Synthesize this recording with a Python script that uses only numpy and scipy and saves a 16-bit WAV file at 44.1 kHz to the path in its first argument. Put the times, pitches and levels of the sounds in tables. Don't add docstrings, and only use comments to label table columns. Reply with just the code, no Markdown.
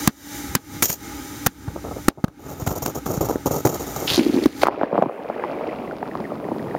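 import sys
import numpy as np
from scipy import signal
from scipy.fft import rfft, irfft, next_fast_len
from scipy.io import wavfile
from scipy.ndimage import uniform_filter1d, minimum_filter1d

SR = 44100
rng = np.random.default_rng(int(sys.argv[2]) if len(sys.argv) > 2 else 0)


def bounce(signal):
    frames = np.transpose(np.atleast_2d(signal))
    limited = np.clip(frames, -1, 1)
    pcm = np.round(limited * 32767).astype(np.int16)
    wavfile.write(sys.argv[1], SR, pcm)


N = 298998
TIME = np.arange(N) / SR
WATER_CLOSES_S = 4.65


def from_db(db):
    return 10 ** (np.asarray(db) / 20)


def rms_one(x):
    return x / np.sqrt(np.mean(x ** 2) + 1e-20)


def curve(rows):
    return np.interp(TIME, *np.transpose(rows))


def add(out, s, sound):
    at = max(0, int(s * SR))
    out[at:at + len(sound)] += sound[:max(0, N - at)]


def colour(x, tone):
    hz, db = np.transpose(tone)
    size = next_fast_len(N)
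    bin_hz = np.maximum(np.fft.rfftfreq(size, 1 / SR), 1)
    gain = from_db(np.interp(np.log(bin_hz), np.log(hz), db))
    return rms_one(irfft(rfft(x, size) * gain, size)[:N])


def noise():
    return rng.standard_normal(N)


def grains(per_s, spread_db):
    clicks = (rng.random(N) < per_s / SR) * noise()
    return rms_one(clicks * from_db(spread_db * np.minimum(rng.exponential(1, N), 4)))


def waver(depth_db=1.76, steps_per_s=8):
    steps = rng.standard_normal(int(N / SR * 40))
    return from_db(depth_db * np.interp(TIME * steps_per_s, np.arange(len(steps)), steps))


def resonate(x, hz, width_hz):
    r = np.exp(-np.pi * width_hz / SR)
    feedback = [1, -2 * r * np.cos(2 * np.pi * hz / SR), r * r]
    return signal.lfilter(np.array([1, 0, -1]) * (1 - r * r) / 2, feedback, x)


def case_ring(x, share, decay_s=0.004):
    t = TIME[:SR // 30]
    tail = np.diff(rng.standard_normal(len(t) + 1)) * np.exp(-t / decay_s)
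    tail = signal.lfilter(*signal.butter(1, 2500, fs=SR), tail)
    ringing = signal.fftconvolve(x, tail / np.linalg.norm(tail))[:N]
    return (x + share * ringing) / np.hypot(1, share)


def burst(t, length_s, rise_s, fall_s):
    return (1 - np.exp(-t / rise_s)) * np.exp(-np.maximum(t - length_s, 0) / fall_s)


# time in seconds, level in dB.
HISS_LEVEL = [(0, -31.5), (.2, -31.5), (.55, -40), (1, -41.5), (1.45, -39.5), (1.65, -50.5), (2.05, -44),
              (2.4, -51.5), (3.4, -48), (4, -39), (4.5, -42.5), (4.62, -38)]
# pitch in Hz, width in Hz, relative level in dB.
HOLLOW_NOTES = [(288, 27.6, 4.5), (825, 33, -6), (1240, 114, -14), (1454, 13, -16.5), (2130, 9, -11),
                (3550, 66, -29.5), (4190, 29, -41.5)]
# pitch in Hz, relative level in dB.
HISS_TONE = [(300, -4), (600, 3.5), (1000, -2), (1400, -1), (2000, 3), (2700, -3), (4500, -1.5), (5400, -2),
             (6700, 3), (8500, -3.5), (11500, -5.5), (14000, 0), (16000, -9.5)]
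SWAY_TONE = [(20, -46), (35, -28.5), (55, 4), (100, 0.5), (170, -2.5), (300, -11), (700, -59)]


def air(drone_db=-36, drone_follows_hiss=0.36, sway_db=-40.5):
    hiss_db = curve(HISS_LEVEL)
    drone_gain = from_db(drone_db + drone_follows_hiss * (hiss_db - hiss_db.mean())) * waver()
    draught = noise()
    drone = rms_one(sum(from_db(db) * resonate(draught, hz, width) for hz, width, db in HOLLOW_NOTES))
    hiss = from_db(hiss_db) * case_ring(colour(noise(), HISS_TONE), share=0.37)
    sway = from_db(sway_db) * waver() * colour(noise(), SWAY_TONE)
    in_air = np.exp(-np.maximum(TIME - WATER_CLOSES_S, 0) / 0.012)
    return in_air * (drone_gain * drone + hiss + sway)


# time in seconds, level in dB.
FLOW_LEVEL = [(4.62, -27), (4.73, -13), (4.88, -25), (5.2, -34), (5.44, -27.5), (5.66, -28), (5.95, -35),
              (6.4, -35), (6.78, -34)]
# time in seconds, rumble in dB, fine bubbles in dB, both compared with the flow.
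SINKING_LEVELS = [(4.75, -13, -10), (5.1, -21.5, -21.5), (5.8, -2.5, -10), (6.78, 5, -7.5)]
# pitch in Hz, relative level in dB.
CHURN_TONE = [(25, -59.5), (50, -39), (120, -33.5), (280, -2.5), (600, 2.5), (850, -3), (1200, -9),
              (1700, -16.5), (2400, -14), (3500, -27.5), (7000, -44)]
FINE_BUBBLE_TONE = [(1000, 14), (2300, -6), (3300, -5), (5000, -6.5), (7000, -26), (10000, -46.5)]
RUMBLE_TONE = [(25, -48), (60, -14), (95, -7), (150, 5), (230, 8.5), (400, 5.5), (900, -39)]


def water():
    silent_before, silent_after = (FLOW_LEVEL[0][0] - 0.05, -100), (FLOW_LEVEL[-1][0] + 0.049, -100)
    flow = from_db(curve([silent_before, *FLOW_LEVEL, silent_after]))
    s, *levels_db = np.transpose(SINKING_LEVELS)
    rumble_gain, fine_gain = [from_db(np.interp(TIME, s, db)) for db in levels_db]
    crowd = sum(resonate(grains(110, spread_db=2.5), hz, hz / 7) / np.sqrt(hz)
                for hz in np.geomspace(220, 3200, 18))
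    churn = colour(rms_one(crowd) + 1.27 * noise(), CHURN_TONE)
    blips = sum(resonate(resonate(grains(5, spread_db=1.5), hz, hz / 12), hz, hz / 2) / hz
                for hz in np.geomspace(950, 2000, 10))
    ticks = colour(noise() + 0.9 * grains(35, spread_db=1.5), FINE_BUBBLE_TONE)
    fine_bubbles = fine_gain * (ticks + from_db(-3.5) * rms_one(blips))
    rumble = rumble_gain * waver() * colour(noise(), RUMBLE_TONE)
    return flow * (churn + fine_bubbles + rumble)


def stray_bubbles(per_s=11, middle_db=-20.5, spread_db=5, low_hz=260, high_hz=860):
    delay, size, pitch = rng.random((60, 3)).T
    s = WATER_CLOSES_S + (np.arange(len(delay)) + delay) / per_s
    db = middle_db + spread_db * (2 * size - 1)
    hz = low_hz * (high_hz / low_hz) ** pitch
    return np.transpose([s, db, hz]).tolist()


# start in seconds, relative level in dB, pitch in Hz.
BIG_BUBBLES = [(4.177, -0.5, 320), (4.191, 1.5, 279), (4.208, -3.5, 323), (4.263, -2.5, 300),
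               (4.294, 0, 285), (4.34, 1, 288), (4.362, 0.5, 286), (4.373, -1, 286), (4.386, -2, 363),
               (4.459, 4, 266), (4.634, 4.5, 1250), (4.6555, 3, 1060), (4.669, 8.5, 1160),
               (4.684, 10.5, 900), (4.8124, 4.5, 750), (4.8325, 5.5, 630), (4.9276, 0, 530),
               (4.945, -3, 580), (4.954, -2, 680), (4.978, -2.5, 655), (4.986, -2, 503), (5.023, -1.5, 594),
               (5.036, -10, 417), (5.059, -7.5, 281), (5.095, -11, 740), (5.2995, -10.5, 660),
               (5.438, -8, 960), (5.61, -14, 574), (6.0283, -10, 846), (6.153, -13, 1100),
               (6.201, -14.5, 213), (6.319, -13.5, 570), (6.451, -13.5, 390), (6.516, -8.5, 298),
               (6.75, -9, 657)]
# pitch in Hz, relative level in dB.
POP_TONE = [(120, -55), (220, -0.5), (400, 2), (700, 6.5), (1000, 4), (1400, -19.5), (2300, -48),
            (4000, -32), (9000, -77)]


def bubbles(rebound_s=0.0085, rebound_db=-14, under_water_s=4.55, glide=0.0047):
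    rings, pops = np.zeros((2, N))
    t = TIME[:SR // 16]
    rows = list(BIG_BUBBLES) + stray_bubbles()
    rows += [(s + rebound_s, db + rebound_db, hz) for s, db, hz in rows]
    for s, db, hz in rows:
        spatter = 1 if s > under_water_s else from_db(-13)
        higher = 1.61 + 0.35 * rng.uniform(-1, 1)
        lower = 0.49 + 0.12 * rng.uniform(-1, 1)
        for ratio, gain in [(1, 1), (higher, spatter * from_db(-8)), (lower, spatter * from_db(-9))]:
            cycles = hz * ratio * t
            note = np.sin(2 * np.pi * cycles * (1 + glide * np.minimum(cycles, 8)))
            swell = burst(t * ratio, 1 / hz, rise_s=0.5 / hz, fall_s=1 / hz)
            add(rings, s, gain * from_db(db - 2.5) * swell * note)
        add(pops, s, spatter * from_db(db - 10) * burst(t, 0.0012, rise_s=0.00025, fall_s=0.002))
    band = signal.butter(3, [145, 3800], "band", fs=SR, output="sos")
    return signal.sosfilt(band, rings + pops * colour(noise(), POP_TONE))


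def gurgles(start_s=4.18, length_s=0.19, level_db=-20, hz=286, width_hz=130):
    swell = burst(np.maximum(TIME - start_s, 0), length_s, rise_s=0.0071, fall_s=0.13)
    gulps = grains(600, spread_db=1.2)
    pocket = resonate(resonate(gulps, hz, width_hz), hz, 2 * width_hz)
    return from_db(level_db) * swell * rms_one(pocket)


# pitch in Hz, relative level in dB.
CRACKLE_TONE = [(300, -15), (800, -6.5), (1500, -6), (2500, -7.5), (5000, -3.5), (7000, -22.5),
                (10000, -15), (15000, -30)]


def fizzing(centre_hz, width_octaves=0.34):
    swarm = 0
    for hz in np.geomspace(600, 5400, 12):
        closeness = np.exp(-0.5 * (np.log2(hz / centre_hz) / width_octaves) ** 2)
        pops = grains(2500, spread_db=7.5)
        swarm += closeness * rms_one(resonate(resonate(pops, hz, hz / 3), hz, hz / 2))
    crackle = colour(grains(7800, spread_db=5.5), CRACKLE_TONE)
    snaps = colour(grains(91, spread_db=2.5), CRACKLE_TONE)
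    snaps = rms_one(case_ring(snaps, share=1.7, decay_s=0.0012))
    return from_db(-9.5) * swarm + from_db(-9) * (crackle + snaps)


# start in seconds, length in seconds,
# relative level in dB, starting pitch in Hz, ending pitch in Hz.
SLUSH_BURSTS = [(4.073, .118, -17, 3000, 4600), (4.193, 0.44, -30, 2500, 1900),
                (4.612, 0.068, -26, 1800, 1300)]


def slush(fade_db_per_s=17):
    loudness, pitch_points = np.zeros(N), []
    t = TIME[:SR]
    for s, length, db, start_hz, end_hz in SLUSH_BURSTS:
        swell = burst(t, length, rise_s=0.0019, fall_s=0.0069)
        add(loudness, s, from_db(db - fade_db_per_s * t) * swell)
        pitch_points += [(s, start_hz), (s + length, end_hz)]
    return loudness * fizzing(curve(sorted(pitch_points)))


# start in seconds, length in seconds, pressure in dB.
SLIDES = [(0.833, 0.029, -23), (0.88, 0.049, -28), (1.76, 0.0061, -28), (1.841, .035, -30.5),
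          (1.908, 0.021, -31), (1.957, 0.026, -31.5), (2.174, 0.014, -21.5), (2.392, 0.25, -38.5),
          (2.595, .026, -29), (2.662, 0.06, -26), (2.753, 0.028, -28.5), (2.82, .012, -16),
          (2.852, 0.047, -27.5), (2.947, 0.035, -30), (3.058, 0.12, -24), (3.208, 0.056, -24),
          (3.286, 0.066, -29), (3.458, 0.021, -20), (3.508, 0.057, -21), (3.579, .025, -29),
          (3.65, 0.028, -18.5), (3.69, 0.067, -24.5), (3.795, 0.04, -27), (3.865, .081, -32.5),
          (3.961, 0.198, -29.5)]
# time in seconds, level of the gritty sound in dB compared with the pressure.
FROST_LEVEL = [(.9, 12), (1.8, -35), (2.2, -42), (2.4, -12.5), (2.8, -8.5), (3.3, -14), (4.1, -7)]
# pitch in Hz, relative level in dB.
RUB_TONE = [(30, -70), (60, -2.5), (150, 7), (215, -1.5), (350, 6.5), (600, 2), (850, -1), (1050, -9.5),
            (1300, -4.5), (1700, -37), (3000, -42.5), (6000, -52), (12000, -71)]
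GRIT_TONE = [(200, -39), (800, -11), (2000, -9), (3200, -7.5), (5200, -5.5), (6700, 6), (8500, -6.5),
             (11500, -5.5), (13500, 7), (15000, 3), (16500, -29)]


def slides(drag_db=-25, drag_follows_thump=0.64):
    pressure, drag = np.zeros((2, N))
    t = TIME[:SR // 3]
    bite = 1 + from_db(-2) * np.exp(-t / 0.01)
    for s, length, db in SLIDES:
        add(pressure, s, from_db(db) * bite * burst(t, length, rise_s=0.0014, fall_s=0.013))
    brief_drag = burst(t, 0.0047, rise_s=0.0075, fall_s=0.022)
    for s, thump_db, *_ in KNOCKS:
        add(drag, s, from_db(drag_db + drag_follows_thump * thump_db) * brief_drag)
    jolts_db = 3.1 * colour(noise(), [(10, 19), (60, 9), (200, -2.0), (600, -28.5), (3000, -88)])
    crystals = case_ring(colour(grains(3500, spread_db=0), GRIT_TONE), share=0.81)
    grit = pressure * from_db(curve(FROST_LEVEL)) * crystals
    rub = np.hypot(pressure, drag) * colour(grains(1500, spread_db=0.5), RUB_TONE)
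    return rms_one(from_db(jolts_db)) * (rub + grit)


# start in seconds, thump level in dB, thump pitch in Hz,
# frost crunch level in dB, length of the touch in seconds.
KNOCKS = [(.075, 13, 210, 5.5, 0.0025), (0.551, -1.5, 159, 0.5, 0.0036), (0.8232, -14.5, 145, -1.5, 0.0091),
          (0.897, -10, 167, -7.5, 0.0077), (1.4627, -1.5, 137, -3, 0.0081),
          (1.678, -12.5, 109, -57, 0.0088), (2.0829, 16.5, 295, -1.5, 0.0035),
          (2.24, 13, 198.3, -24.5, 0.0077), (2.28, -5, 146, -24.5, 0.0047), (2.621, -15, 109, -40, .0025),
          (2.671, -6.5, 121, -24, 0.0085), (2.7116, -11, 148, -43, 0.0048), (2.86, -9.5, 267, -17, 0.0039),
          (3.062, -11.5, 160, -30, .004), (3.174, -9.5, 140, -50, .0025), (3.311, -6.5, 365, -34, 0.0034),
          (3.357, -3, 350, -56, 0.0019), (3.669, -4, 300, -21.5, 0.0052), (4.4575, 4.5, 311, -22.5, .003),
          (4.633, 6.5, 700, -20, .0027), (4.6684, 5.5, 700, -22, 0.0041)]
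# pitch in Hz, relative level in dB.
CLACK_TONE = [(150, -21.5), (400, 14), (850, 12.5), (1100, 14), (1450, 11.5), (1750, 6.5), (2300, -6),
              (4000, -5.5), (9000, -17)]
CRUNCH_TONE = [(500, -4), (1400, -5.5), (2300, -4.5), (3500, -14), (6500, -1), (9000, -8), (13500, -8),
               (16500, 1.5)]
ECHO_TONE = [(100, -8.5), (250, 19), (500, -16), (1500, -2), (2300, -9.5), (4500, -11.5), (7000, -22.5),
             (14000, -32)]


def knocks(ping_hz=8970, clack_frost_share=0.38):
    thumps, clack, crunch, echo = np.zeros((4, N))
    t = TIME[:SR // 8]
    ping = from_db(-46.5) * np.sin(2 * np.pi * ping_hz * t) * np.exp(-t / 0.008)
    rattle = from_db(-25) * np.exp(-t / 0.012)
    for s, thump_db, hz, crunch_db, length in KNOCKS:
        thump = np.sin(2 * np.pi * hz * t) * burst(t, 0.57 / hz, rise_s=0.46 / hz, fall_s=0.39 / hz)
        crush = burst(t, length, rise_s=0.0007, fall_s=0.00085) + rattle
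        clack_db = thump_db - 8 + clack_frost_share * (crunch_db - thump_db)
        add(thumps, s, from_db(thump_db) * (ping - thump))
        add(clack, s, from_db(clack_db) * crush)
        add(crunch, s, from_db(crunch_db) * crush)
        add(echo, s, from_db(crunch_db - 17) * burst(t, 0.019, rise_s=0.0044, fall_s=0.0083))
    frost = crunch * colour(grains(30000, spread_db=2), CRUNCH_TONE)
    return thumps + clack * colour(noise(), CLACK_TONE) + frost + echo * colour(noise(), ECHO_TONE)


def scene(microphone_hiss_db=-63.5):
    sources = knocks() + slides() + air() + slush() + gurgles() + bubbles() + water()
    return (sources + from_db(microphone_hiss_db) * noise())[None]


def gain_control(x, threshold_db=-9.5, hold_s=0.063, release_db_per_s=115, attack_s=0.0093):
    level_db = 10 * np.log10(np.maximum(uniform_filter1d(x ** 2, size=200, origin=99), 1e-12))
    wanted_db = -1.4 * np.maximum(level_db - threshold_db, 0)
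    hold = int(hold_s * SR) // 2 * 2 + 1
    held_cut_db = -minimum_filter1d(wanted_db, hold, origin=hold // 2)
    recovery_db = release_db_per_s * TIME
    cut_db = np.maximum.accumulate(held_cut_db + recovery_db) - recovery_db
    smoothing = np.exp(-1 / (attack_s * SR))
    return x * from_db(-signal.lfilter([1 - smoothing], [1, -smoothing], cut_db))


def record(dry, lowest_hz=42, highest_hz=15800):
    x = signal.sosfilt(signal.butter(4, lowest_hz, "high", fs=SR, output="sos"), dry[0])
    x = gain_control(x)
    x = x - 0.92 * resonate(x, hz=7900, width_hz=450)
    x = np.clip(x, -0.7, 0.7)
    return signal.sosfiltfilt(signal.ellip(8, 0.1, 50, highest_hz, fs=SR, output="sos"), x)[None]


dry = scene()
out = record(dry)
bounce(out)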